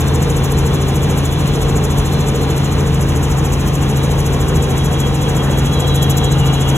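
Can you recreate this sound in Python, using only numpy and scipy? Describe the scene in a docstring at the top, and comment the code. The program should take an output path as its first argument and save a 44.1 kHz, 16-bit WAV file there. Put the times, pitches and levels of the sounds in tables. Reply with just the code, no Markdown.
"""A small piston helicopter in cruise flight, heard on a phone's two microphone ports in the front seat.
The six-cylinder engine hums over the rotors, the gearbox and the roar and boom of the cabin shell.
Every main blade pushes a sweeping burst of hiss through a door gap; air vents murmur, then whistle
one after another. Near the end an arm rustles and the phone swings towards the side window,
where hum and roar are stronger."""
import sys
import numpy as np
from scipy import signal
from scipy.fft import rfft, irfft
from scipy.io import wavfile
from scipy.ndimage import map_coordinates

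SR = 44100
rng = np.random.default_rng(int(sys.argv[2]) if len(sys.argv) > 2 else 0)


def unload_wav(signal):
    """Save mono or channel-first audio to the path in sys.argv[1] as 16-bit WAV at rate SR, clipped to [-1, 1]."""
    wavfile.write(
        sys.argv[1],
        SR,
        np.round(np.clip(np.atleast_2d(signal).T, -1, 1) * 32767).astype(np.int16),
    )


N = 298553
TIME = np.arange(N) / SR
FREQ = np.fft.rfftfreq(N, 1 / SR)

# how alike the cabin sounds at the two ports (frequency [Hz], shared power [0-1])
PORT_LIKENESS = [(60, 1), (150, 0.93), (300, 0.88), (480, 0.87), (680, 0.21), (1000, 0.65), (1600, 0.85),
                 (2500, 0.13), (3600, 0.96), (4700, 1), (15000, 1)]
# how far the right port lags the left (frequency [Hz], phase [rad])
PORT_LAG = [(0, 0), (1000, .1), (2500, 1.3), (4000, 2.1), (4700, 3.14), (6700, 6.28), (9000, 9.42),
            (10950, 12.57), (13150, 15.71), (15200, 18.85)]
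# the phone's swing from facing forward to the side window (time [s], turn [0-1])
PHONE_TURN = [(5.2, 0), (5.5, 0.28), (6.0, 0.74), (6.6, 0.99)]

CYCLE_HZ, BLADE_HZ, TAIL_HZ, TOOTH_HZ = 22.78, 13.615, 81.03, 388.1
FIRING_HZ = 6 * CYCLE_HZ
# engine lines around the firing hum (harmonic [x cycle rate], level [dB])
ENGINE_LINES = [(2, -29), (3, -29.5), (4, -32.5), (5, -30), (7, -24), (9, -32.5), (12, -31.5), (13, -36),
                (14, -34.5), (16, -44), (17, -51), (18, -42.5), (19, -39.5), (20, -38.5), (26, -43),
                (31, -56), (34, -47), (36, -43.5), (37, -45), (39, -41.5), (42, -44.5), (44, -58),
                (45, -40), (47, -49), (48, -40.5), (53, -54.5), (54, -45), (59, -52), (64, -62)]
# engine lines that flare as the phone moves through standing waves
# (time [s], half length [s], harmonic [x cycle rate], level [dB])
ENGINE_FLARES = [(5.25, 0.054, 45, -29), (5.82, .17, 53, -38), (6.034, .06, 81, -38),
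                 (6.486, 0.029, 62, -32)]
# main rotor lines (harmonic [x main blade rate], level [dB])
MAIN_ROTOR_LINES = [(4, -31), (11, -35)]
# the tail rotor's hum at its blade rate (time [s], level [dB])
TAIL_HUM = [(0, -20), (.6, -21.5), (1.15, -23), (2.5, -23.5), (2.87, -19.5), (3.45, -22.5), (3.78, -27),
            (4.15, -20), (4.95, -21.5), (5.22, -29), (5.4, -26), (5.8, -20), (6.3, -21.5), (6.77, -25)]
# tail rotor overtones (harmonic [x tail blade rate], level [dB])
TAIL_LINES = [(2, -30.5), (3, -41.5), (4, -36.5)]
# the gear hum at the tooth rate (time [s], level [dB])
GEAR_HUM = [(0, -40), (.9, -30), (1.5, -33), (2.1, -40), (2.7, -41), (3.6, -46), (4.3, -32), (4.72, -28.5),
            (5.05, -41), (6.77, -65)]
# gearbox overtones (harmonic [x tooth rate], level [dB])
GEAR_LINES = [(2, -43.5), (4, -57), (5, -56.5), (6, -46.5)]

# roar of the cabin shell (frequency [Hz], density [dB per Hz])
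SHELL_ROAR = [(22, -64), (33, -60), (48, -42), (66, -42.5), (100, -45.5), (150, -46.5), (190, -46),
              (225, -44.5), (275, -52), (400, -50), (490, -52), (530, -54.5), (680, -57), (735, -51.5),
              (810, -56.5), (860, -60.5), (930, -57.5), (1080, -60), (2000, -67), (4000, -94)]
# boom of the cabin air (time [s], level [dB], centre [Hz])
CABIN_BOOM = [(0, -32, 464), (.16, -25, 462), (.31, -23.5, 462), (.42, -34, 471), (.72, -24.5, 455),
              (.94, -38, 458.7), (1.04, -24.5, 473.4), (1.43, -38, 459), (1.58, -24, 456),
              (1.82, -27, 448.7), (1.98, -36, 454), (2.2, -28, 454), (2.5, -27, 452.6), (2.65, -36, 451.5),
              (2.82, -25, 443.4), (3.0, -32.5, 460), (3.7, -35, 466.6), (4.25, -25.5, 473.5),
              (4.4, -31, 468.7), (4.68, -25.5, 481), (4.83, -36, 475), (5.04, -27, 479), (5.29, -26.5, 470),
              (5.45, -36, 468.3), (5.9, -25.5, 479.7), (6.0, -32, 469), (6.27, -24, 454.5),
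              (6.45, -29, 455), (6.77, -41, 456)]
# slipstream outside the canopy (frequency [Hz], density [dB per Hz])
SLIPSTREAM = [(700, -75), (1600, -73), (2700, -64.5), (3700, -67), (4150, -69), (4550, -78), (6000, -74),
              (8000, -78.5), (12000, -83.5), (15500, -90.5)]
# swell of the deepest rumble (time [s], gain [dB])
RUMBLE_GAIN = [(0, -1), (1.0, -1), (1.35, -2), (1.75, 3.5), (2.5, -3), (3.4, 2.5), (4.3, -1.5), (4.8, 3),
               (5.2, -3), (5.45, 0), (6.1, -1.5), (6.45, 3), (6.77, -3)]

FIRST_BLADE_S, JET_LEAD_S = .006, .003  # the jet is fastest just before it is loudest
JET_SAG, JET_SPLIT_HZ = .25, 10200  # share of speed lost between blades; split between the two humps
# the door gap's two-humped jet at full speed (frequency [Hz], density [dB per Hz])
JET_COLOUR = [(4000, -100), (5800, -69.5), (6800, -64.5), (7600, -63), (8300, -63), (9100, -77),
              (9900, -78), (10900, -74.5), (11800, -68), (13100, -67.5), (14000, -75), (15500, -100)]
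# slow drift in the jet's strength (time [s], gain [dB])
JET_DRIFT = [(0, 0.5), (1.6, -0.1), (3.15, -1), (3.55, 0.5), (4.55, 0.6), (5.4, 0), (5.75, -1.5),
             (6.0, 0.5), (6.77, 1.2)]
# bursts of hiss that carry a tick (time [s], burst gain [dB], treble gain [dB], tick gain [dB])
TICKED_BURSTS = [(.153, 1.7, -3, -10), (.444, 1, -2, 1), (.519, -0.5, 2, -4), (.741, -1.5, 0, -5),
                 (1.181, 0, 3, -10), (1.474, -1, -1, -3.5), (1.620, 1, 0, -4), (1.769, 1.3, -2, -8),
                 (2.359, -0.5, -3, -7), (3.528, 1.2, -5, -2), (3.675, 0, 0, -3), (3.973, -1, 0, -4),
                 (4.568, 0.8, -2, -4), (5.290, 0.5, -1, -8), (5.877, 2, -6, -3), (5.954, 1, 3.5, -8),
                 (6.025, 3.7, -2, 6), (6.097, 5, -1, 6), (6.171, 5.3, -2, 1), (6.244, 2, -4, -10),
                 (6.321, 2, -6, -6), (6.469, 0.5, 0, -10), (6.688, 1, 0, -12)]
# short, bright broadband ticks on some bursts of hiss (frequency [Hz], density [dB per Hz])
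TICK_COLOUR = [(2500, -90), (4500, -73), (7500, -69), (9500, -75), (12000, -60), (14200, -66), (15500, -76)]

HOARSE_SCATTER_HZ = 55  # at this much scatter a whistle is all hoarse squeal
OFF_AXIS_DB = 10.5  # a caught whistle is this much weaker while the phone faces forward
# airflow through the vents (time [s], middle whistle's pitch [Hz], turbulent scatter [Hz])
VENT_AIRFLOW = [(0, 3550, 32), (.9, 3430, 42), (2.5, 3484, 70), (3.3, 3361, 54), (4.75, 3303, 14),
                (5.75, 3325, 15.7), (6.05, 3327, 46.2), (6.77, 3340, 58)]
# each whistle murmurs until it catches
# (pitch [ratio], murmur [dB], catch [s], rise [s], release start [s], level at full turn [dB])
VENT_WHISTLES = [(.868, -46, 5.9, 0.22, 6.7, -34.5), (1, -40.5, 4.6, 0.12, 6.9, -29.5),
                 (1.175, -45, 5.55, .35, 6.5, -34)]
# moments when a whistle sounds clear and full (time [s], pitch [Hz], level [dB])
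VENT_CHIRPS = [(4.805, 3335, -31), (4.95, 3320, -34), (5.04, 3320, -29), (5.26, 3320, -32),
               (5.40, 3290, -32), (5.55, 3290, -35), (5.69, 3335, -33), (5.76, 3960, -32),
               (5.84, 3320, -34), (5.915, 3910, -29), (6.02, 3330, -29), (6.25, 3300, -29),
               (6.43, 2900, -32), (6.75, 3280, -30)]

# roar close to the side window (frequency [Hz], relative level [dB])
WINDOW_COLOUR = [(150, -28), (235, 8), (320, -18), (450, -27), (620, 3), (760, 8), (860, -11), (980, -32),
                 (1200, 3.5), (1310, -8), (1420, -3), (1820, -10), (2600, -24)]
# rustle of an arm (frequency [Hz], relative level [dB])
RUSTLE_COLOUR = [(430, -23), (550, 11), (900, -24), (1420, -5), (1780, -3), (2100, -24), (2700, -13),
                 (4000, -32)]


def undb(db):
    """Decibels to gain."""
    return 10 ** (np.asarray(db) / 20)


def curves(table):
    """The columns of a table over time, sample by sample."""
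    times, *columns = np.transpose(table)
    return [np.interp(TIME, times, column) for column in columns]


def across(points):
    """A table over frequency, joined on a log axis."""
    hz, value = np.transpose(points)
    return np.interp(np.log(FREQ + 1), np.log(hz), value)


def walk(rate):
    """A smooth random curve of spread 1 that changes about rate times a second."""
    knots = signal.resample_poly(rng.standard_normal(2048), 8, 1)
    return np.interp(TIME * rate * 8, np.arange(len(knots)), knots)


def swell(at_s, half_s):
    """A smooth rise and fall with top 1."""
    return np.exp(-((TIME - at_s) / half_s) ** 2)


def pan(x, left_db):
    """Tip a sound towards the left port."""
    return x * undb(np.array([[left_db], [-left_db]]) / 2)


def at_ports(spectrum):
    """A spectrum from one direction, reaching the left port first and the right later."""
    lag = np.interp(FREQ, *np.transpose(PORT_LAG))
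    return np.array([spectrum, spectrum * np.exp(-1j * lag)])


def hiss(gain):
    """Noise of a given gain per root Hz at its source."""
    return irfft(rfft(rng.standard_normal(N)) * gain, N) * np.sqrt(SR / 2)


def stereo_noise(gain, likeness):
    """Noise of a given gain per root Hz at both ports, part direct and part diffuse."""
    direct, *diffuse = rfft(rng.standard_normal((3, N)))
    share = np.clip(likeness, 0, 1)
    ports = np.sqrt(share) * at_ports(direct) + np.sqrt(1 - share) * np.array(diffuse)
    return irfft(ports * gain, N) * np.sqrt(SR / 2)


def ring(hz, width_hz, spread, apart_rad=0, steady=0):
    """Noise of rms 1 in a moving resonance; a steady one sustains itself and hardly fades."""
    white = rng.standard_normal((3, N)) + 1j * rng.standard_normal((3, N))
    envelope = signal.sosfilt(signal.butter(2, width_hz, fs=SR, output="sos"), white)
    shared, *own = envelope / (np.abs(envelope) + 1e-9) ** steady
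    ports = np.array([shared, shared * np.exp(-1j * apart_rad)]) + spread * np.array(own)
    ringing = (ports * np.exp(2j * np.pi * np.cumsum(hz) / SR)).real
    return ringing / ringing.std()


def tone(hz, shaft_s, flutter, diffuse_hz=900):
    """A line of rms 1 locked to the shaft; cabin reflections part the ports more at higher pitch."""
    start_rad = rng.uniform(0, 2 * np.pi)
    apart_rad = rng.choice([-1, 1]) * min(hz / diffuse_hz, 1.1)
    wobble = 1 + flutter * (walk(9) + 1j * walk(9))
    left = wobble * np.exp(1j * (2 * np.pi * hz * shaft_s + start_rad))
    right = left * np.exp(1j * apart_rad)
    return np.sqrt(2 / (1 + 2 * flutter ** 2)) * np.array([left.real, right.real])


def harmonics(base_hz, lines, shaft_s, flutter):
    """The lines of one rotating part."""
    return sum(undb(db) * tone(round(k) * base_hz, shaft_s, flutter) for k, db in lines)


def engine(shaft_s, turn, forward_db=-18, window_gain_db=4):
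    """Six firings a cycle make the hum, which is stronger with the microphone by the window."""
    hum = undb(forward_db + window_gain_db * turn ** 1.7) * tone(FIRING_HZ, shaft_s, flutter=.08)
    lines = harmonics(CYCLE_HZ, ENGINE_LINES, shaft_s, flutter=.23)
    flares = sum(undb(db) * swell(at_s, half_s) * tone(round(k) * CYCLE_HZ, shaft_s, flutter=.18)
                 for at_s, half_s, k, db in ENGINE_FLARES)
    return pan(hum, left_db=2.2) + pan(lines + flares, left_db=1.5)


def rotors(shaft_s):
    """The main rotor overhead and the tail rotor behind drone at multiples of their blade rates."""
    tail_hum = undb(curves(TAIL_HUM)[0]) * tone(TAIL_HZ, shaft_s, flutter=.067)
    main = harmonics(BLADE_HZ, MAIN_ROTOR_LINES, shaft_s, flutter=.22)
    return main + tail_hum + harmonics(TAIL_HZ, TAIL_LINES, shaft_s, flutter=.086)


def gearbox(shaft_s):
    """Meshing teeth hum and whine at multiples of the tooth rate."""
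    hum = undb(curves(GEAR_HUM)[0]) * tone(TOOTH_HZ, shaft_s, flutter=.065)
    whine = harmonics(TOOTH_HZ, GEAR_LINES, shaft_s, flutter=.32)
    return pan(hum + whine, left_db=1.5)


def cabin():
    """All round, the shell roars; a boom surges and shifts between air modes; slipstream rushes by."""
    likeness = across(PORT_LIKENESS)
    boom_db, boom_hz = curves(CABIN_BOOM)
    throb = 1 + .043 * np.cos(2 * np.pi * FIRING_HZ * TIME)
    roar = stereo_noise(undb(across(SHELL_ROAR)), likeness) * undb(.82 * walk(12)) * throb
    boom = undb(boom_db) * ring(boom_hz, width_hz=28.7, spread=.33, steady=.36)
    slipstream = stereo_noise(undb(across(SLIPSTREAM)), likeness) * undb(.5 * walk(20))
    return pan(roar + boom + slipstream, left_db=-.1)


def buffet(drone, top_hz=65):
    """The deepest rumble swells and sinks."""
    deep = irfft(rfft(drone) / (1 + (FREQ / top_hz) ** 16), N)
    return drone + (undb(curves(RUMBLE_GAIN)[0]) - 1) * deep


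def blade_pass(since_s, rise_s, fall_s, crest):
    """A bump under each main blade: it builds, rounds over and dies away."""
    away = since_s / np.where(since_s < 0, rise_s, fall_s)
    return np.exp(crest - np.hypot(away, crest))


def jet_hiss(speed, band):
    """One band of the door jet's hiss, sweeping up and down with the air speed."""
    full_speed = hiss(undb(across(JET_COLOUR)) * band)
    return map_coordinates(full_speed, [np.cumsum(speed)], order=5, mode="mirror")


def door_gap(tick_fall_s=.0095):
    """Each blade drives a sputtering jet through the gap; some bursts carry a short, bright tick."""
    passes = (TIME - FIRST_BLADE_S + .00199 * walk(12)) * BLADE_HZ
    blade = np.floor(passes + .4).astype(int)
    since_s = (passes - blade) / BLADE_HZ
    push_db, treble_db = rng.standard_normal((blade[-1] + 1, 2)).T  # 1 dB scatter from pass to pass
    tick_gain = 0
    for at_s, burst_db, burst_treble_db, tick_db in TICKED_BURSTS:
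        tick_gain += undb(tick_db) * (TIME >= at_s) * np.exp(-np.abs(TIME - at_s) / tick_fall_s)
        nearest = round((at_s - FIRST_BLADE_S) * BLADE_HZ)
        push_db[nearest], treble_db[nearest] = burst_db, burst_treble_db
    leak_db = curves(JET_DRIFT)[0] + push_db[blade]
    sharpness = undb(1.04 * np.maximum(leak_db, 0))  # a strong burst rises and falls faster
    burst = blade_pass(since_s, rise_s=.01, fall_s=.013, crest=.49) ** sharpness * np.sqrt(sharpness)
    surge = blade_pass(since_s + JET_LEAD_S, rise_s=.009, fall_s=.0105, crest=1)
    speed = 1 - JET_SAG * (1 - surge)
    low = jet_hiss(speed, FREQ < JET_SPLIT_HZ)
    high = jet_hiss(speed, FREQ >= JET_SPLIT_HZ) * undb(treble_db[blade])
    jet = (low + high) * burst * undb(leak_db + 1.4 * walk(200))
    ticks = tick_gain * hiss(undb(across(TICK_COLOUR)))
    return irfft(at_ports(rfft(jet + ticks)), N)


def vent_whistles(turn, swing_hz=32, release_s=.14):
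    """Three edge tones slide with the airflow, rasp when it is rough and catch one after another."""
    airflow_hz, scatter_hz = curves(VENT_AIRFLOW)
    passes = (TIME - FIRST_BLADE_S) * BLADE_HZ  # each blade lifts the pitch, then the level
    pitch_hz = airflow_hz + swing_hz * (1 + .45 * turn) * np.cos(2 * np.pi * (passes - .13))
    spurt = 1 + .05 * np.cos(2 * np.pi * (passes - .42))
    rough = np.clip((scatter_hz / HOARSE_SCATTER_HZ) ** 2, 0, 1)
    lull_db = -18 * swell(at_s=3.3, half_s=.42)  # the murmur falls back for a moment
    whistles = 0
    for ratio, murmur_db, catch_s, rise_s, stop_s, full_db in VENT_WHISTLES:
        caught = np.clip(np.minimum((TIME - catch_s) / rise_s, 1 - (TIME - stop_s) / release_s), 0, 1)
        level_db = (1 - caught) * (murmur_db + lull_db) + caught * (full_db - OFF_AXIS_DB * (1 - turn))
        jittered_hz = pitch_hz + scatter_hz * walk(170)
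        clear = ring(ratio * jittered_hz, width_hz=26, spread=.55, apart_rad=1.82, steady=.5)
        hoarse = ring(ratio * pitch_hz, width_hz=79, spread=.63, apart_rad=1.96, steady=.3)
        voice = np.sqrt(1 - rough) * clear + np.sqrt(rough) * hoarse
        gust_db = 1.5 * ratio ** 2 * walk(9)  # the highest whistle flutters most
        whistles += undb(level_db + gust_db) * spurt * voice
    return pan(whistles, left_db=.5)


def vent_chirps(sag_hz_per_s=1400, apart_rad=1.8):
    """Now and then a vent sounds a short, clear, falling note."""
    chirps = 0
    for at_s, hz, db in VENT_CHIRPS:
        phase = 2 * np.pi * np.cumsum(hz - sag_hz_per_s * (TIME - at_s)) / SR
        chirps += np.sqrt(2) * undb(db) * swell(at_s, half_s=.034) * np.cos([phase, phase - apart_rad])
    return pan(chirps, left_db=.5)


def side_window(turn, roar_db=-30, hollow_db=-35.5, start_hz=617, rise_hz=295.6):
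    """The thin pane roars; its reflection adds a hollow tone that rises as the microphone draws near."""
    colour = undb(across(WINDOW_COLOUR)) / (1 + (FREQ / 3000) ** 4)
    pane = stereo_noise(colour, across(PORT_LIKENESS))
    hollow = ring(start_hz + rise_hz * turn ** 2, width_hz=45, spread=.54)
    return pane / pane.std() * undb(roar_db) * turn ** .82 + undb(hollow_db) * turn * hollow


def arm_rustle(level_db=-26):
    """A short rustle as an arm is raised to point."""
    rub = stereo_noise(undb(across(RUSTLE_COLOUR)), likeness=.76) * undb(2 * walk(110))
    return rub / rub.std() * undb(level_db) * swell(at_s=5.49, half_s=.033)


def scene():
    """Everything as it reaches the microphone in the front seat."""
    turn = np.clip(curves(PHONE_TURN)[0], 0, 1)
    # engine, rotors and gears turn together under a governor that hunts very slightly
    shaft_s = TIME + np.cumsum(.000907 * walk(1.633)) / SR
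    drone = buffet(engine(shaft_s, turn) + rotors(shaft_s) + gearbox(shaft_s) + cabin())
    return drone + side_window(turn) + arm_rustle() + door_gap() + vent_whistles(turn) + vent_chirps()


def record(dry):
    """The phone cuts the treble steeply above 15750 Hz."""
    return signal.sosfilt(signal.ellip(10, .2, 80, 15750, fs=SR, output="sos"), dry)


dry = scene()
out = record(dry)
unload_wav(out)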